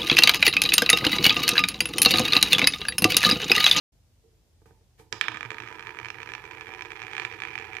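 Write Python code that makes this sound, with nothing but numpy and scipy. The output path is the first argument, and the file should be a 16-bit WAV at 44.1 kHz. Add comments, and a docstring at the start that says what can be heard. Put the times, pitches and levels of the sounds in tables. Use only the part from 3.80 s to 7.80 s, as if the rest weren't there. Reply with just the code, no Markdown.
"""A small waisted wooden top, flicked by the fingers on a hard wooden plate on a table, close to the
microphones and to the right. After a few soft nudges and rubs it lands with three sharp knocks, then
tumbles round on its rims, tapping and rolling. Every contact rings the top briefly and the plate and
table for longer. Behind it lies a quiet small room with a short tail and a faint hum."""
import sys
import numpy as np
from scipy import signal
from scipy.fft import rfft, irfft
from scipy.io import wavfile

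SR = 44100
rng = np.random.default_rng(int(sys.argv[2]) if len(sys.argv) > 2 else 0)


def digitize_waveform(pressure):
    """Quantize a signal to 16-bit integers and store it at the path in sys.argv[1].

    Rows of a 2-D input are taken as channels; values are limited to [-1, 1].
    """
    field = np.atleast_2d(pressure).T
    bounded = np.clip(field, -1, 1)
    quanta = np.round(bounded * 32767).astype(np.int16)
    wavfile.write(sys.argv[1], SR, quanta)


N = 176400
TIME = np.arange(N) / SR

# Room tone. Each row: frequency in Hz, relative spectral level in dB.
ROOM_TONE = [(15, -43), (29, -47), (46, -6), (80, -2), (115, -6), (170, -15), (400, -23), (750, -25.5),
             (1200, -33), (3000, -32.5), (5800, -32), (9000, -36), (15000, -40.5)]
# Faint hum. Each row: frequency in Hz, level in dB.
HUM = [(49, -67), (81, -66)]
# The room's tail. Each row: frequency in Hz, gain in dB, t60 in seconds, right over left in dB.
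ROOM_TAIL = [(154, -15, 0.81, 9), (500, -4.5, 0.53, 5.5), (1120, -7, .28, 7.5), (2150, -15.5, 0.44, 14.5),
             (3780, -5.5, 0.58, 18), (5500, -11, 0.71, 12.5), (9400, -11, .083, 12),
             (15100, -0.5, 0.26, -10.5)]
# Early echoes off the plate's rim and the table. Each row: delay in seconds, gain in dB.
ECHOES = [(.0009, -40), (.0017, -13), (.0029, -15)]
# Modes of plate and table. Each row: frequency in Hz, gain at mid run in dB, t60 in seconds,
# right over left in dB, dB gained per second as the top wanders inwards.
PLATE_MODES = [(111.2, -31, 0.082, 1, 3.5), (116.1, -30, 0.21, 5.5, -1), (237, -40.5, 0.032, -3, -7),
               (311, -42.5, 0.33, 13, -5.5), (353.3, -30, 0.098, 7, 1), (376.6, -32.5, 0.077, 13, 1),
               (444.6, -23.5, 0.063, 6.5, 1), (472.5, -28.5, 0.036, 1.5, -0.5),
               (765.7, -32.5, 0.11, 8.5, 5), (876.6, -31, 0.17, 10, 0.5), (928, -24, 0.053, 14, -4),
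               (992, -24, 0.053, 17, -1), (1165, -39.5, 0.062, 12, -13), (1252.5, -26, 0.041, 7.5, -6),
               (1418, -39, 0.07, 20, 4), (1554, -33, 0.04, 16, -14), (1741, -21, 0.063, 11, 4),
               (1898, -21.5, 0.033, 14, 2.5), (2410, -32, 0.012, 29, 20.5), (2480, -31.5, .022, 20, -16)]
# The table under a dropped weight. Each row: frequency in Hz, gain in dB, t60 in seconds.
THUD_MODES = [(108.2, -5, 0.27), (186, -9, 0.077), (307, -11, 0.14), (453, -3, 0.059), (594, -22, 0.011),
              (870, -10, 0.036), (950, -17, 0.03)]
# The top struck on its rim. Each row: frequency in Hz, gain in dB, t60 in seconds, right over left in dB.
CLACK_MODES = [(1170, -29, 0.0042, 17), (1786, -17, 0.019, 19), (1957, -14.5, 0.018, 8.5),
               (2312, -2, 0.0083, 17.5), (2544, -8.5, 0.011, 12.5), (2870, -19, 0.0048, 10),
               (3163, -12, 0.012, 8), (3350, -26.5, 0.013, 18), (3990, -18.5, .007, 3.5),
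               (5100, -29, 0.013, 9), (5850, -18, 0.0075, 24), (6460, -19, 0.0078, 14),
               (7230, -23.5, 0.0097, 12), (9100, -26, 0.015, -6)]
# The top struck on its end face, ringing along its length. Each row: as for the clack.
END_MODES = [(2640, -2.5, 0.0028, 14), (3430, -4, 0.0047, 15), (4100, -8, 0.0052, 14),
             (5030, -15, 0.017, 22), (5760, -16, 0.015, 9), (6720, -17, 0.013, 28), (7700, -20, 0.0076, 5)]
# Skin rubs on wood. Each row: start, swell and fade in seconds, level in dB, brightness in Hz,
# skin hiss in dB.
RUBS = [(0.429, 0.0062, 0.083, -54.5, 490, -90), (0.673, .002, 0.026, -60, 474, -90),
        (0.855, 0.0022, 0.057, -55, 860, -60.5), (1.167, 0.03, 0.028, -47.5, 875, -52.5)]
# The fingers set the top down, then push it off. Each row: start in seconds, level in dB,
# brightness in Hz, thud in dB.
NUDGES = [(0.818, -63.5, 420, -49.5), (0.858, -52, 850, -47.5), (0.909, -58.5, 500, -47),
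          (1.01, -72, 330, -62), (1.198, -51, 445, -42.5)]
# The top lands and bounces. Each row: start in seconds, level in dB, brightness in Hz, crack in dB,
# crack pitch in Hz, thud in dB.
LANDINGS = [(1.326, -15, 6960, -6.5, 5130, -33.5), (1.4117, -2.5, 2800, -0.5, 3450, -39.5),
            (1.483, -7.5, 1840, -14, 3180, -60)]
# A rim taps the plate. Each row: start in seconds, level in dB.
RIM_TAPS = [(1.4406, -22), (1.5183, -22), (1.54, -29), (1.5446, -20.5), (1.5494, -24), (1.5591, -22.5),
            (1.5716, -18.5), (1.6083, -17.5), (1.6296, -16.5), (1.644, -31), (1.6508, -21), (1.6586, -23.5),
            (1.683, -46), (1.705, -16), (1.7168, -20), (1.7305, -28), (1.7446, -25), (1.7689, -29),
            (1.7834, -18.5), (1.802, -19.5), (1.822, -23.5), (1.8356, -23.5), (1.846, -39), (1.865, -33),
            (1.8749, -22.5), (1.8863, -26.5), (1.9036, -30.5), (1.9128, -29), (1.926, -26.5), (1.945, -31),
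            (1.9541, -29.5), (1.9849, -30), (1.9947, -22), (2.0073, -27.5), (2.0256, -25), (2.0362, -31.5),
            (2.0501, -32), (2.0623, -30), (2.07, -20), (2.0809, -29), (2.0922, -21), (2.1061, -25.5),
            (2.1477, -29.5), (2.1562, -32), (2.1708, -26.5), (2.1881, -17.5), (2.1996, -23),
            (2.2139, -26.5), (2.2303, -25), (2.2472, -18.5), (2.2572, -18.5), (2.2659, -27), (2.2853, -22),
            (2.3029, -16), (2.3445, -25.5), (2.3547, -32), (2.385, -24.5), (2.4025, -22.5), (2.418, -25.5),
            (2.4308, -20.5), (2.4604, -26.5), (2.4737, -23), (2.4834, -35), (2.49, -22), (2.4976, -29),
            (2.5053, -28.5), (2.5193, -23), (2.5367, -18), (2.5508, -18), (2.5799, -27), (2.64, -27.5),
            (2.6525, -27.5), (2.7123, -24.5), (2.7202, -30), (2.7337, -27), (2.7498, -29), (2.7723, -27),
            (2.7826, -27), (2.7971, -31.5), (2.81, -22), (2.8186, -28.5), (2.8585, -29.5), (2.8698, -25.5),
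            (2.8804, -28), (2.8909, -27), (2.913, -34), (2.9211, -34), (2.9291, -30), (2.9375, -24.5),
            (2.9483, -24.5), (2.9593, -29.5), (2.9836, -33), (2.9928, -24), (3.009, -19), (3.022, -20),
            (3.0503, -26), (3.0565, -25), (3.067, -34), (3.105, -24), (3.1183, -20), (3.132, -27),
            (3.1566, -26), (3.1638, -27.5), (3.1722, -27), (3.194, -28), (3.2016, -25.5), (3.2185, -19),
            (3.2282, -24), (3.236, -24), (3.249, -28), (3.2676, -23.5), (3.281, -23), (3.2977, -30),
            (3.3054, -31), (3.3138, -26), (3.3226, -39), (3.333, -18.5), (3.3516, -18.5), (3.3668, -16),
            (3.38, -14), (3.398, -13.5), (3.4193, -18), (3.433, -24.5), (3.45, -11), (3.5052, -37),
            (3.514, -25.5), (3.525, -24), (3.5369, -26.5), (3.5464, -28), (3.556, -36), (3.591, -29),
            (3.6021, -21.5), (3.6204, -15), (3.6356, -17.5), (3.6515, -18), (3.6604, -46), (3.6729, -22),
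            (3.6842, -23), (3.6899, -29), (3.705, -28), (3.7122, -25.5), (3.7225, -30), (3.7315, -29),
            (3.7398, -30), (3.7545, -15.5), (3.766, -33), (3.7783, -18), (3.787, -22), (3.7985, -25),
            (3.8124, -24.5), (3.8238, -27), (3.8322, -31), (3.8429, -28), (3.869, -37), (3.8894, -33),
            (3.896, -33), (3.9025, -33.5), (3.9166, -33), (3.9256, -32), (3.9321, -22.5), (3.9425, -27),
            (3.9517, -23), (3.9678, -17), (3.9774, -38), (3.985, -25)]
# The rolling between taps. Each row: time in seconds, vigour in dB.
ROLLING = [(1.32, 17), (1.34, 8.5), (1.405, 2.5), (1.43, 11), (1.55, -3), (1.75, 5.5), (2.05, 4),
           (2.27, 4.5), (2.5, 5), (2.68, 5.5), (2.95, 6.5), (3.2, 3.5), (3.42, 10.5), (3.56, 6), (3.66, 5),
           (3.87, 7.5), (4.0, 3)]

MEAN_TAP_DB, MID_RUN_S, PLATE_LOW_HZ = -25.5, 2.7, 70.6


def from_db(db):
    """Decibels to gain."""
    return 10 ** (np.asarray(db) / 20)


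def stereo(db, right_over_left_db):
    """Gains at the left and right microphones; db is the right one's."""
    return from_db([[db - right_over_left_db], [db]])


def cut(x, hz, kind, order=2):
    """Butterworth low- or high-pass."""
    sos = signal.butter(order, np.clip(hz, 10, .45 * SR), kind, fs=SR, output="sos")
    return signal.sosfilt(sos, x + 1e-18)


def ring(push, hz, t60):
    """One mode: a unit click sets a sine of height 1 ringing."""
    r, w = from_db(-60 / (t60 * SR)), 2 * np.pi * hz / SR
    return signal.lfilter([0, np.sin(w)], [1, -2 * r * np.cos(w), r * r], push + 1e-18)


def contacts(starts, db, hz, clack_hz=2300):
    """Force pulses, the shorter the brighter, each with its level set at the clack's pitch."""
    n = np.arange(96)
    decay = 2 * np.pi * np.clip(hz, 300, 15000)[:, None] / SR
    pulse = n * np.exp(-decay * n)
    strength = abs(pulse @ np.exp(-2j * np.pi * clack_hz * n / SR))
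    force = np.zeros(N + SR)
    np.add.at(force, (starts * SR).astype(int)[:, None] + n, pulse * (from_db(db) / strength)[:, None])
    return force[:N]


def room_tone(level_db=-63.5, alike_below_hz=800):
    """Low rumble and hum, alike at both microphones, under a faint wide hiss."""
    freqs = np.maximum(np.fft.rfftfreq(N, 1 / SR), 1)
    tone_hz, tone_db = np.transpose(ROOM_TONE)
    colour = from_db(np.interp(np.log(freqs), np.log(tone_hz), tone_db))
    alike = .85 / (1 + (freqs / alike_below_hz) ** 2)
    white = rfft(rng.standard_normal((3, N)))
    noise = irfft((np.sqrt(alike) * white[0] + np.sqrt(1 - alike) * white[1:]) * colour, N)
    hum = sum(from_db(db) * np.sin(2 * np.pi * (hz * TIME + rng.random())) for hz, db in HUM)
    return from_db(level_db) * noise / noise.std() + hum


def room_tail(source, alike_below_hz=2960, build_s=.00066):
    """A diffuse tail dies band by band, leaning right, the bass moving together at both microphones."""
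    t, tail = TIME[:SR // 2], 0
    hz, *columns = np.transpose(ROOM_TAIL)
    edges = np.geomspace(80, 16000, 12)
    for low, high in zip(edges, edges[1:]):
        db, t60, right_db = (np.interp(np.log(low * high) / 2, np.log(hz), c) for c in columns)
        envelope = from_db(-60 * t / t60) * (1 - np.exp(-t / build_s))
        alike = 1 / (1 + low * high / alike_below_hz ** 2)
        white = rng.standard_normal((3, len(t)))
        noise = np.sqrt(alike) * white[0] + np.sqrt(1 - alike) * white[1:]
        band = signal.sosfilt(signal.butter(2, [low, high], "band", fs=SR, output="sos"), noise)
        tail = tail + stereo(db, right_db) * band * envelope / np.linalg.norm(envelope)
    return signal.fftconvolve(source[1:], tail, axes=1)[:, :N]


def stroke(start, swell, fade):
    """One slide of a finger: noise that swells and dies away."""
    age = np.maximum(TIME - start, 0)
    envelope = np.minimum(age / swell, 1) ** 2 * np.exp(-np.maximum(age - swell, 0) / fade)
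    return envelope * rng.standard_normal(N)


def finger_rubs(skin_hz=5900):
    """Skin sliding on wood: a dull friction force and a stereo hiss."""
    friction = sum(from_db(db) * cut(stroke(*timing), hz, "low", order=4) for *timing, db, hz, _ in RUBS)
    hiss = sum(from_db(db) * np.array([stroke(*timing), stroke(*timing)]) for *timing, _, _, db in RUBS)
    return friction, cut(hiss, skin_hz, "low", order=1)


def table_thud(contact_hz=3000):
    """The weight of each landing and nudge thuds through the table."""
    push = np.zeros(N)
    for start, *_, db in LANDINGS + NUDGES:
        push[int(start * SR)] = from_db(db)
    push = cut(cut(push, contact_hz, "low"), PLATE_LOW_HZ, "high")
    body = sum((-1) ** k * from_db(db) * ring(push, hz, t60) for k, (hz, db, t60) in enumerate(THUD_MODES))
    return stereo(0, 5.5) * body


def plate_ring(starts, db, hz, friction, gain_db=-2.5, spread_db=3.5):
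    """Contacts and friction ring the plate; each contact meets every mode with a strength of its own."""
    # Harder blows are shorter, so the plate takes up only a share of their extra level, up to a limit.
    taken_db = np.minimum(db, MEAN_TAP_DB + .54 * (db - MEAN_TAP_DB)).clip(max=-18)
    scatter_db = spread_db * rng.standard_normal((len(starts), len(PLATE_MODES)))
    out = np.zeros((2, N))
    for k, (mode_hz, mode_db, t60, right_db, drift) in enumerate(PLATE_MODES):
        push = contacts(starts, taken_db + drift * (starts - MID_RUN_S) + scatter_db[:, k], hz) + friction
        out += (-1) ** k * stereo(mode_db, right_db) * ring(push, mode_hz, t60)
    return from_db(gain_db) * cut(out, PLATE_LOW_HZ, "high")


def rim_skid(starts, db, hz, gain_db=-12.5, fade_s=.0024, low_hz=3360, high_hz=5930):
    """The rim skids a little at every contact: a bright scrape, stronger where the contact is hard."""
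    force = abs(cut(contacts(starts, db, hz), low_hz, "high"))
    envelope = signal.lfilter([1], [1, -np.exp(-1 / (fade_s * SR))], force)
    scrape = cut(envelope * rng.standard_normal((2, N)), low_hz, "high")
    return stereo(gain_db, 8) * cut(scrape, high_hz, "low", order=5)


def landing_crack(width_octaves=.48):
    """Falling on its end face, the top cracks; each landing favours the modes near its crack pitch."""
    starts, _, _, db, pitch, _ = np.transpose(LANDINGS)
    out = np.zeros((2, N))
    for k, (hz, mode_db, t60, right_db) in enumerate(END_MODES):
        nearness = np.exp(-.5 * (np.log2(hz / pitch) / width_octaves) ** 2)
        push = np.zeros(N)
        push[(starts * SR).astype(int)] = from_db(db) * nearness
        out += (-1) ** k * stereo(mode_db, right_db) * ring(push, hz, t60)
    return out


def rim_clack(starts, db, hz, friction, points=6, spread_db=5.5, detune=.031, gain_db=-.5):
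    """Wood on wood: a blow meets one of a few rim points, equally loud, each with its own tuning and mix."""
    chance = rng.standard_normal((points, len(CLACK_MODES), 2))
    chance -= chance.mean(axis=0)
    chance[0] = 0  # point 0 rings the plain modes and takes the landings, nudges and friction
    energy = [from_db(2 * mode_db) * t60 for _, mode_db, t60, _ in CLACK_MODES]
    strength = np.sqrt(np.average(from_db(2 * spread_db * chance[:, :, 1]), axis=1, weights=energy))
    struck = rng.integers(0, points, len(starts))
    struck[:len(LANDINGS + NUDGES)] = 0
    out = np.zeros((2, N))
    for point in range(points):
        here = struck == point
        push = contacts(starts[here], db[here], hz[here]) / strength[point] + friction * (point == 0)
        for (mode_hz, mode_db, t60, right_db), (sharper, louder) in zip(CLACK_MODES, chance[point]):
            gain = stereo(mode_db + spread_db * louder, right_db)
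            out += gain * ring(push, mode_hz * (1 + detune * sharper), t60)
    out[0] = np.roll(out[0], -int(.0001 * SR))  # the left channel leads slightly
    out += sum(from_db(echo_db) * np.roll(out, int(delay * SR), axis=1) for delay, echo_db in ECHOES)
    return from_db(gain_db) * cut(cut(out, 1254, "high", order=3), 9050, "low", order=4)


def blows(vigour_db, tap_hz=2370, chatter_per_s=260, chatter_hz=2010):
    """Landings, nudges, rim taps and faint rolling chatter: starts in s, levels in dB, brightness in Hz."""
    starts, db = np.transpose(RIM_TAPS)
    # Stronger taps are brighter, with some scatter.
    hz = tap_hz * from_db(.28 * (db - MEAN_TAP_DB) - 1.5 * rng.standard_normal(len(starts)))
    at = np.flatnonzero((rng.random(N) < chatter_per_s / SR) & (TIME > ROLLING[0][0]))
    chatter_db = -45 + vigour_db[at] + 4.5 * np.clip(rng.standard_normal(N)[at], -2, 2)
    chatter = np.c_[at / SR, chatter_db, np.full(len(at), chatter_hz)]
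    return np.vstack([[row[:3] for row in LANDINGS + NUDGES], np.c_[starts, db, hz], chatter]).T


def tumbling_top(rumble_hz=860, hiss_above_hz=6400):
    """Blows, rolling and finger rubs sound through top, plate and table; a thin hiss follows the run."""
    vigour_db = np.interp(TIME, *np.transpose(ROLLING), left=-120)
    rumble = from_db(vigour_db - 53.5) * cut(rng.standard_normal(N), rumble_hz, "low", order=1)
    rubs, skin = finger_rubs()
    hiss = from_db(vigour_db / 2 - 71.5) * cut(rng.standard_normal((2, N)), hiss_above_hz, "high")
    hits = blows(vigour_db)
    top = rim_clack(*hits, friction=from_db(-22) * skin[1]) + landing_crack() + rim_skid(*hits)
    support = plate_ring(*hits, friction=rumble + rubs) + table_thud()
    return top + support + hiss + skin


def scene():
    """The top, close by and to the right, in its quiet room."""
    background = room_tone()
    top = tumbling_top()
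    return top + room_tail(top) + background


def record(dry, open_s=.12, ceiling=.71, cutoff_hz=15400):
    """The microphones open after a moment; the hardest knock is rounded off and the top treble is cut."""
    fade_in = np.clip((TIME - open_s) / .005, 0, 1)
    rounded = ceiling * np.tanh(dry * fade_in / ceiling)
    return signal.sosfilt(signal.ellip(10, .1, 70, cutoff_hz, fs=SR, output="sos"), rounded)


dry = scene()
out = record(dry)
digitize_waveform(out)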